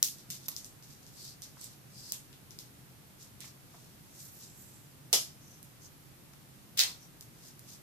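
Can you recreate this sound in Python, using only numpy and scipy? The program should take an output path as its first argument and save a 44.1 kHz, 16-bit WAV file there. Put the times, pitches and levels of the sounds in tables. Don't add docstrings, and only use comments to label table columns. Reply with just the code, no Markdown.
import sys
import numpy as np
from scipy import signal
from scipy.fft import rfft, irfft
from scipy.io import wavfile
from scipy.ndimage import uniform_filter1d

SR = 44100
rng = np.random.default_rng(int(sys.argv[2]) if len(sys.argv) > 2 else 0)


def volts_from_db(level):
    exponent = np.asarray(level, float) / 20
    return 10 ** exponent


def transcribe(signal):
    frames = np.atleast_2d(signal).T
    limited = np.clip(frames, -1, 1)
    pcm = np.round(limited * 32767).astype(np.int16)
    wavfile.write(sys.argv[1], SR, pcm)


N = 345160

# frequency [Hz], density [dB per Hz].
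FLOOR_COLOUR = [(15, -51.5), (25, -16.5), (102, -7), (134, 0.5), (166, -7.5), (229, -10.5), (309, -12.5),
                (384, -16), (476, -19), (2050, -24.5), (3250, -26), (8140, -28), (13600, -25),
                (16000, -105)]
# frequency [Hz], likeness [-1 to 1].
FLOOR_LIKENESS = [(60, -0.017), (150, 0.79), (380, 0.36), (950, -0.053), (2380, -0.021), (5980, 0.00048),
                  (15000, -0.015)]
# frequency [Hz], left over right [dB].
FLOOR_LEANING = [(60, 0), (180, -0.5), (550, -0.5), (1650, -1.0), (4970, -0.5), (15000, -1)]
FLOOR_DB = -57

# start [s], peak level [dB], centre frequency [Hz], left over right [dB], room feed [dB].
TIP_TICKS = [(0.0275, -5.5, 6140, 5, 0.5), (0.3022, -25, 6800, -1, 5), (0.307, -26, 6500, -4, -7),
             (0.4835, -22.5, 4700, -3, -4), (0.4867, -27.5, 7100, 7.5, 1), (0.4964, -32, 6770, 3, -1),
             (1.6124, -35, 8270, -8, 3), (1.6415, -33, 8250, -12, 2), (2.1208, -15.5, 7800, -1.5, 1),
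             (5.6283, -38, 12500, -2, 4), (6.7747, -20, 4130, 4, 9), (7.209, -33, 7000, 0, 1),
             (7.5927, -38, 11500, 5, -3)]
# start [s], peak level [dB], centre frequency [Hz], left over right [dB], room feed [dB].
SHAFT_TAPS = [(0.075, -27, 5500, -0.5, 2), (0.0846, -31, 4170, -12, -1), (0.184, -37.5, 5200, -3, 8.5),
              (0.354, -39, 5100, 1, 5), (0.5162, -35, 4470, -3.5, 7), (0.5639, -28, 6300, 13, 8),
              (0.645, -30.5, 7600, 4, 6), (0.825, -40, 5700, 5, 9.5), (1.065, -40, 5840, 0, 7),
              (1.4196, -31, 5500, -6, 9), (2.5068, -40.5, 5560, 18, 10.5), (2.5882, -27.5, 5200, 1, 5.5),
              (3.4045, -34, 6540, -14, 3), (5.1287, -6.5, 5060, -9, 7.5), (6.335, -46, 6310, 6, -1),
              (7.225, -40, 6810, 7, -7.5)]
# start [s], peak level [dB], centre frequency [Hz], left over right [dB], room feed [dB].
CABLE_RAPS = [
    (0.3035, -34, 2700, 7, 6),
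    (0.4838, -42, 1700, -8, -3),
    (2.133, -37.5, 3030, 11, 13),
    (2.3284, -42, 2680, 6, 4.5),
    (3.405, -37, 2400, -5, 9),
    (6.792, -7.5, 5000, -5.5, 1.5),
    (6.8005, -9, 4200, 3, -5),
    (6.8068, -12, 4380, 3, -13),
    (6.8125, -16, 5500, -13, -8),
    (6.835, -18, 4300, -16, -12),
]
# broad crack [dB], top needle mode [dB].
TIP_COLOUR = (9.1, -15.5)
SHAFT_COLOUR = (8, -19)
RAP_COLOUR = (-6, -25)
RATTLE_SHARE = 0.21
# start [s], peak level [dB], frequency [Hz], 60 dB decay time [s].
PINGS = [
    (0.483, -25.5, 11700, .015),
    (.488, -28, 11800, 0.031),
    (0.486, -34, 11370, .04),
    (.488, -33, 14400, .02),
    (5.13, -36, 5213, .3),
    (5.13, -37, 3410, .15),
    (5.132, -36, 5650, .1),
    (6.801, -30.5, 3800, 0.12),
    (6.8, -26, 4170, 0.085),
]

# start [s], peak level [dB], centre frequency [Hz], length [s], room feed [dB].
THUDS = [
    (0.286, -48.5, 97, 0.015, 4),
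    (.483, -43.5, 660, 0.0011, 0),
    (1.567, -50, 800, 0.003, 0),
    (2.12, -51.5, 605, 0.0031, 3.5),
    (3.441, -50, 705, 0.0015, 0.5),
    (3.738, -50, 650, 0.009, -3),
    (5.127, -32, 372, 0.024, -6.5),
    (6.333, -54, 900, 0.0023, -10),
    (6.811, -50, 710, 0.039, 7.5),
]

# strongest moment [s], swell [s], fade [s], level [dB], mode frequency [Hz].
STITCH_SLIDES = [(1.27, .13, 0.084, -56.5, 4620), (1.24, 0.13, .1, -66, 8150),
                 (1.642, .06, 0.046, -57, 7900), (2.03, 0.12, 0.15, -60, 4900),
                 (2.09, 0.064, 0.046, -56, 4950), (3.43, 0.033, .06, -60.5, 2200),
                 (2.0, 0.084, .13, -64, 7900), (4.55, .15, 0.38, -64, 7600), (5.52, .15, 0.1, -66.5, 6000),
                 (5.85, .04, .04, -61, 6360), (5.845, .04, .04, -65, 5100), (6.9, .04, .08, -66, 6000),
                 (7.032, 0.056, .05, -65, 5900)]
# strongest moment [s], swell [s], fade [s], level [dB], mode frequency [Hz].
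WOOL_RUBS = [(.33, 0.04, 0.071, -51.5, 4850), (.465, 0.1, .012, -58, 4850), (.91, 0.076, 0.13, -61.5, 5400),
             (1.04, 0.068, 0.071, -66, 5400), (1.645, 0.086, .12, -54, 5030),
             (3.224, .035, 0.072, -55.5, 5630), (3.412, 0.0077, 0.088, -57, 4000),
             (3.46, .06, 0.071, -55.5, 5500), (2.1, .2, 0.033, -55.5, 5470),
             (1.25, 0.15, 0.11, -53.5, 5500), (3.75, 0.096, 0.36, -65.5, 5430),
             (4.22, .14, 0.13, -55, 6500), (4.25, 0.14, .12, -58, 12200), (4.36, .12, .1, -57, 13500),
             (4.444, 0.12, 0.081, -55, 5630), (4.6, 0.064, .08, -58, 14000), (4.68, 0.15, 0.18, -63, 12000),
             (7.48, .13, 0.074, -58.5, 5630), (7.735, .1, 0.055, -53, 5600)]
# first mode width [Hz], middle mode [dB], top mode [dB], hiss [dB], flatness of the peak [exponent].
STITCH_COLOUR = (850, -10, -5, -3.5, 3.2)
RUB_COLOUR = (4200, -16, -4, -14, 1.5)
# frequency [Hz], width [Hz].
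UPPER_MODES = [(8150, 1500), (12000, 5000)]
STROKE_DEPTH_DB = 17
STUTTER_DB, STUTTER_S = 2, 0.0073

# start [s], rise [s], hold [s], level [dB], fade [dB per s].
FALLS = [
    (5.1283, .001, 0.011, -23.5, 700),
    (6.771, .021, 0.028, -29.5, 750),
]
# frequency [Hz], density [dB per Hz].
FIRST_FALL = [(88, -50), (150, -26), (352, -15), (1090, -14), (2020, -15.5), (3350, -6), (4140, -9.5),
              (5540, -1.5), (9360, -9), (11400, -3.5), (15500, -35)]
SECOND_FALL = [(180, -58.5), (300, -18), (794, -23), (1180, -27), (1670, -10), (2980, -6.5), (4070, -4),
               (5050, -8), (6360, -8), (9290, -11), (15500, -17)]
FALL_RISE_DB = 15

# frequency [Hz], 60 dB decay time [s].
ROOM_T60 = [(300, 0.13), (900, 0.31), (2000, 0.26), (5500, .28), (14000, 0.28)]
FIRST_ECHO_S, BUILD_UP_S, ECHO_LUMPS_DB = 0.0031, 0.002, -3.5

# frequency [Hz], width [Hz], gain [dB].
LEFT_PORT = [(5800, 6200, 6), (8620, 6000, -27), (12150, 2500, -3), (17100, 4700, -4)]
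RIGHT_PORT = [(3800, 530, 4), (8200, 650, 4.5), (12400, 2000, 1.5), (17400, 1300, -15)]

# lower edge [Hz], upper edge [Hz], threshold [dB].
TOP_BANDS = [(14350, 15150, -67), (15150, 15800, -56)]
CUTOFF_HZ, ATTACK_DB, ATTACK_OVER_DB = 16800, -66, 7


def rms_one(x):
    return x / np.sqrt(np.mean(x ** 2) + 1e-20)


def at_hz(points, hz):
    table_hz, values = np.array(points).T
    return np.interp(np.log(hz), np.log(table_hz), values)


def resonance(x, hz, width_hz):
    r = np.exp(-np.pi * width_hz / SR)
    top = (1 - r * r) / 2 * np.array([1, 0, -1])
    return signal.lfilter(top, [1, -2 * r * np.cos(2 * np.pi * hz / SR), r * r], x)


def add(track, s, sound):
    i = round(s * SR)
    track[..., i:i + sound.shape[-1]] += sound[..., :N - i]


def grains(per_s, spread_db, size):
    excess = np.minimum(rng.exponential(1, (2, size)), 4)
    heights = volts_from_db(spread_db * excess) * rng.choice([-1, 1], (2, size))
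    return heights * (rng.random((2, size)) < per_s / SR)


def quiet():
    hz = np.maximum(np.fft.rfftfreq(N, 1 / SR), 1)
    mid, side = rfft(rng.standard_normal((2, N)))
    alike = np.clip(at_hz(FLOOR_LIKENESS, hz), -.95, .95)
    sign = np.array([[1], [-1]])
    pair = np.sqrt(1 + alike) * mid + sign * np.sqrt(1 - alike) * side
    leaning_db = sign * at_hz(FLOOR_LEANING, hz) / 2
    colour = volts_from_db(at_hz(FLOOR_COLOUR, np.minimum(hz, 13000)) + leaning_db)
    return volts_from_db(FLOOR_DB + 2.5) * rms_one(irfft(pair * colour, N))


def burst(decay_s):
    t = np.arange(900) / SR
    envelope = np.exp(-np.abs(t - .0008) / np.where(t < .0008, .0003, decay_s))
    hit = RATTLE_SHARE * rng.standard_normal((2, 900)) * envelope
    hit[[0, 1], [34, 40]] += 1
    return hit


def contact(peak_db, hz, crack_db, top_db):
    hit = np.vstack([burst(0.0014), signal.unit_impulse(900, 34)])
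    body = resonance(resonance(hit, hz, 1900), hz, 6200)
    crack = resonance(resonance(hit, hz, 6800), 5600, 12900)
    body = body + volts_from_db(crack_db) * crack
    top = resonance(hit, 11700, 4400)
    body = body / np.abs(body[:2]).max()
    top = top / np.abs(top[:2]).max()
    return volts_from_db(peak_db) * (body + volts_from_db(top_db + 17) * top)


def ticks():
    direct, feed = np.zeros((2, N)), np.zeros(N)
    kinds = ((TIP_TICKS, TIP_COLOUR), (SHAFT_TAPS, SHAFT_COLOUR), (CABLE_RAPS, RAP_COLOUR))
    for rows, (crack_db, top_db) in kinds:
        for s, peak_db, hz, pan_db, room_db in rows:
            sound = contact(peak_db, hz, crack_db, top_db)
            add(direct, s, sound[:2] * volts_from_db(pan_db / 2 * np.array([[1], [-1]])))
            add(feed, s, volts_from_db(room_db) * sound[2])
    t = np.arange(12000) / SR
    for s, peak_db, hz, t60 in PINGS:
        ring = volts_from_db(peak_db - 60 * t / t60) * np.sin(2 * np.pi * hz * t)
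        add(direct, s, ring * volts_from_db(np.array([[-3], [3]])))
        add(feed, s, volts_from_db(-10.5) * ring)
    return direct, feed


def thuds():
    direct, feed = np.zeros((2, N)), np.zeros(N)
    t = np.arange(6000) / SR
    for s, peak_db, hz, length_s, room_db in THUDS:
        push = rng.standard_normal(6000) * np.minimum(t / 0.0065, 1) * np.exp(-t / length_s)
        knock = resonance(resonance(push, hz, 1.07 * hz), hz, 1.75 * hz)
        knock = volts_from_db(peak_db) * knock / np.abs(knock).max()
        add(direct, s, knock[None])
        add(feed, s, volts_from_db(room_db) * knock)
    return direct, feed


def stroke(t, swell_s, fade_s, level_db, flatness):
    away = np.where(t < 0, -t / swell_s, t / fade_s) ** flatness
    stutter = np.interp(t - t[0], STUTTER_S * np.arange(200), rng.standard_normal(200))
    return volts_from_db(level_db - STROKE_DEPTH_DB * away + STUTTER_DB * stutter)


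def slides():
    out = np.zeros((2, N))
    for rows, colour in ((STITCH_SLIDES, STITCH_COLOUR), (WOOL_RUBS, RUB_COLOUR)):
        width_hz, middle_db, top_db, hiss_db, flatness = colour
        for s, swell_s, fade_s, level_db, mode_hz in rows:
            slips = grains(9000, 4.8, size=SR // 2 + SR // 4)
            t = np.arange(slips.shape[1]) / SR - 1.5 * swell_s
            envelope = stroke(t, swell_s, fade_s, level_db, flatness)
            wool_hiss = resonance(resonance(slips[:, ::-1], 6600, 3100), 6200, 6000)
            sound = volts_from_db(hiss_db) * rms_one(wool_hiss)
            modes = [(mode_hz, width_hz)] + UPPER_MODES
            for (hz, wide_hz), mode_db in zip(modes, (0, middle_db, top_db)):
                slips = np.roll(slips, 999, axis=1)
                whistle = resonance(resonance(slips, hz, wide_hz), hz, 2 * wide_hz)
                sound = sound + volts_from_db(mode_db + 0.5) * rms_one(whistle)
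            add(out, s - 1.5 * swell_s, envelope * sound)
    return out


def falls():
    out = np.zeros((2, N))
    hz = np.maximum(np.fft.rfftfreq(8192, 1 / SR), 1)
    t = np.arange(8192) / SR
    for (s, rise_s, hold_s, level_db, fade_db_per_s), colour in zip(FALLS, (FIRST_FALL, SECOND_FALL)):
        hits = grains(6000, 2.6, size=8192)
        hits[1] += 0.35 * np.roll(hits[0], 5)
        clatter = rms_one(irfft(rfft(hits) * volts_from_db(at_hz(colour, hz))))
        rise_db = FALL_RISE_DB * np.maximum(1 - t / rise_s, 0)
        fade_db = fade_db_per_s * np.maximum(t - rise_s - hold_s, 0)
        add(out, s, clatter * volts_from_db(level_db - rise_db - fade_db))
    return out


def room(feed):
    t = np.arange(SR // 2) / SR
    late = np.maximum(t - FIRST_ECHO_S, 0)
    lumps = np.repeat(rng.standard_normal((2, len(t) // 30)), 30, axis=1)
    lumps = lumps * np.exp(-t / 0.019)
    white = rfft(rng.standard_normal((2, len(t))))
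    octave = np.log2(np.maximum(np.fft.rfftfreq(len(t), 1 / SR), 1) / 125)
    tail = 0
    for k in range(8):
        band = irfft(white * np.maximum(1 - np.abs(octave - k), 0), len(t))
        tail = tail + band * volts_from_db(-60 * t / at_hz(ROOM_T60, 125 * 2 ** k))
    tail = tail * volts_from_db(ECHO_LUMPS_DB * lumps) * (1 - np.exp(-late / BUILD_UP_S))
    tail = tail / np.sqrt(np.sum(tail ** 2) / 2)
    return signal.fftconvolve(feed[None], tail, axes=1)[:, :N]


def ports(x):
    out = []
    for side, modes in zip(x, (LEFT_PORT, RIGHT_PORT)):
        for hz, width_hz, gain_db in modes:
            side = side + (volts_from_db(gain_db) - 1) * resonance(side, hz, width_hz)
        out.append(side)
    return np.array(out)


def scene():
    tick, tick_feed = ticks()
    thud, thud_feed = thuds()
    cable, yarn = falls(), slides()
    echoes = room(tick_feed + thud_feed + volts_from_db(-1.5) * cable[0] + volts_from_db(-15) * yarn[0])
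    return ports(tick + thud + cable + yarn + echoes) + quiet()


def low_pass(x):
    return signal.sosfilt(signal.butter(12, 16990, fs=SR, output="sos"), x)


def record(dry):
    hz, spectrum = np.fft.rfftfreq(N, 1 / SR), rfft(dry)
    out = irfft(spectrum * (hz < TOP_BANDS[0][0]), N)
    for low_hz, high_hz, threshold_db in TOP_BANDS:
        band = irfft(spectrum * (hz >= low_hz) * (hz < high_hz), N)
        power = uniform_filter1d(np.mean(band ** 2, axis=0), size=1024)
        loud_enough = 1. * (power > volts_from_db(2 * threshold_db))
        out += band * uniform_filter1d(loud_enough, size=512)
    band = irfft(spectrum * (hz >= TOP_BANDS[-1][1]) * (hz < CUTOFF_HZ), N)
    now = uniform_filter1d(np.mean(band ** 2, axis=0), size=256)
    before = uniform_filter1d(now, size=1024, origin=511)
    attack = (now > volts_from_db(2 * ATTACK_DB)) * (now > volts_from_db(2 * ATTACK_OVER_DB) * before)
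    out += band * uniform_filter1d(1. * attack, size=128)
    return low_pass(out)


dry = scene()
out = record(dry)
transcribe(out)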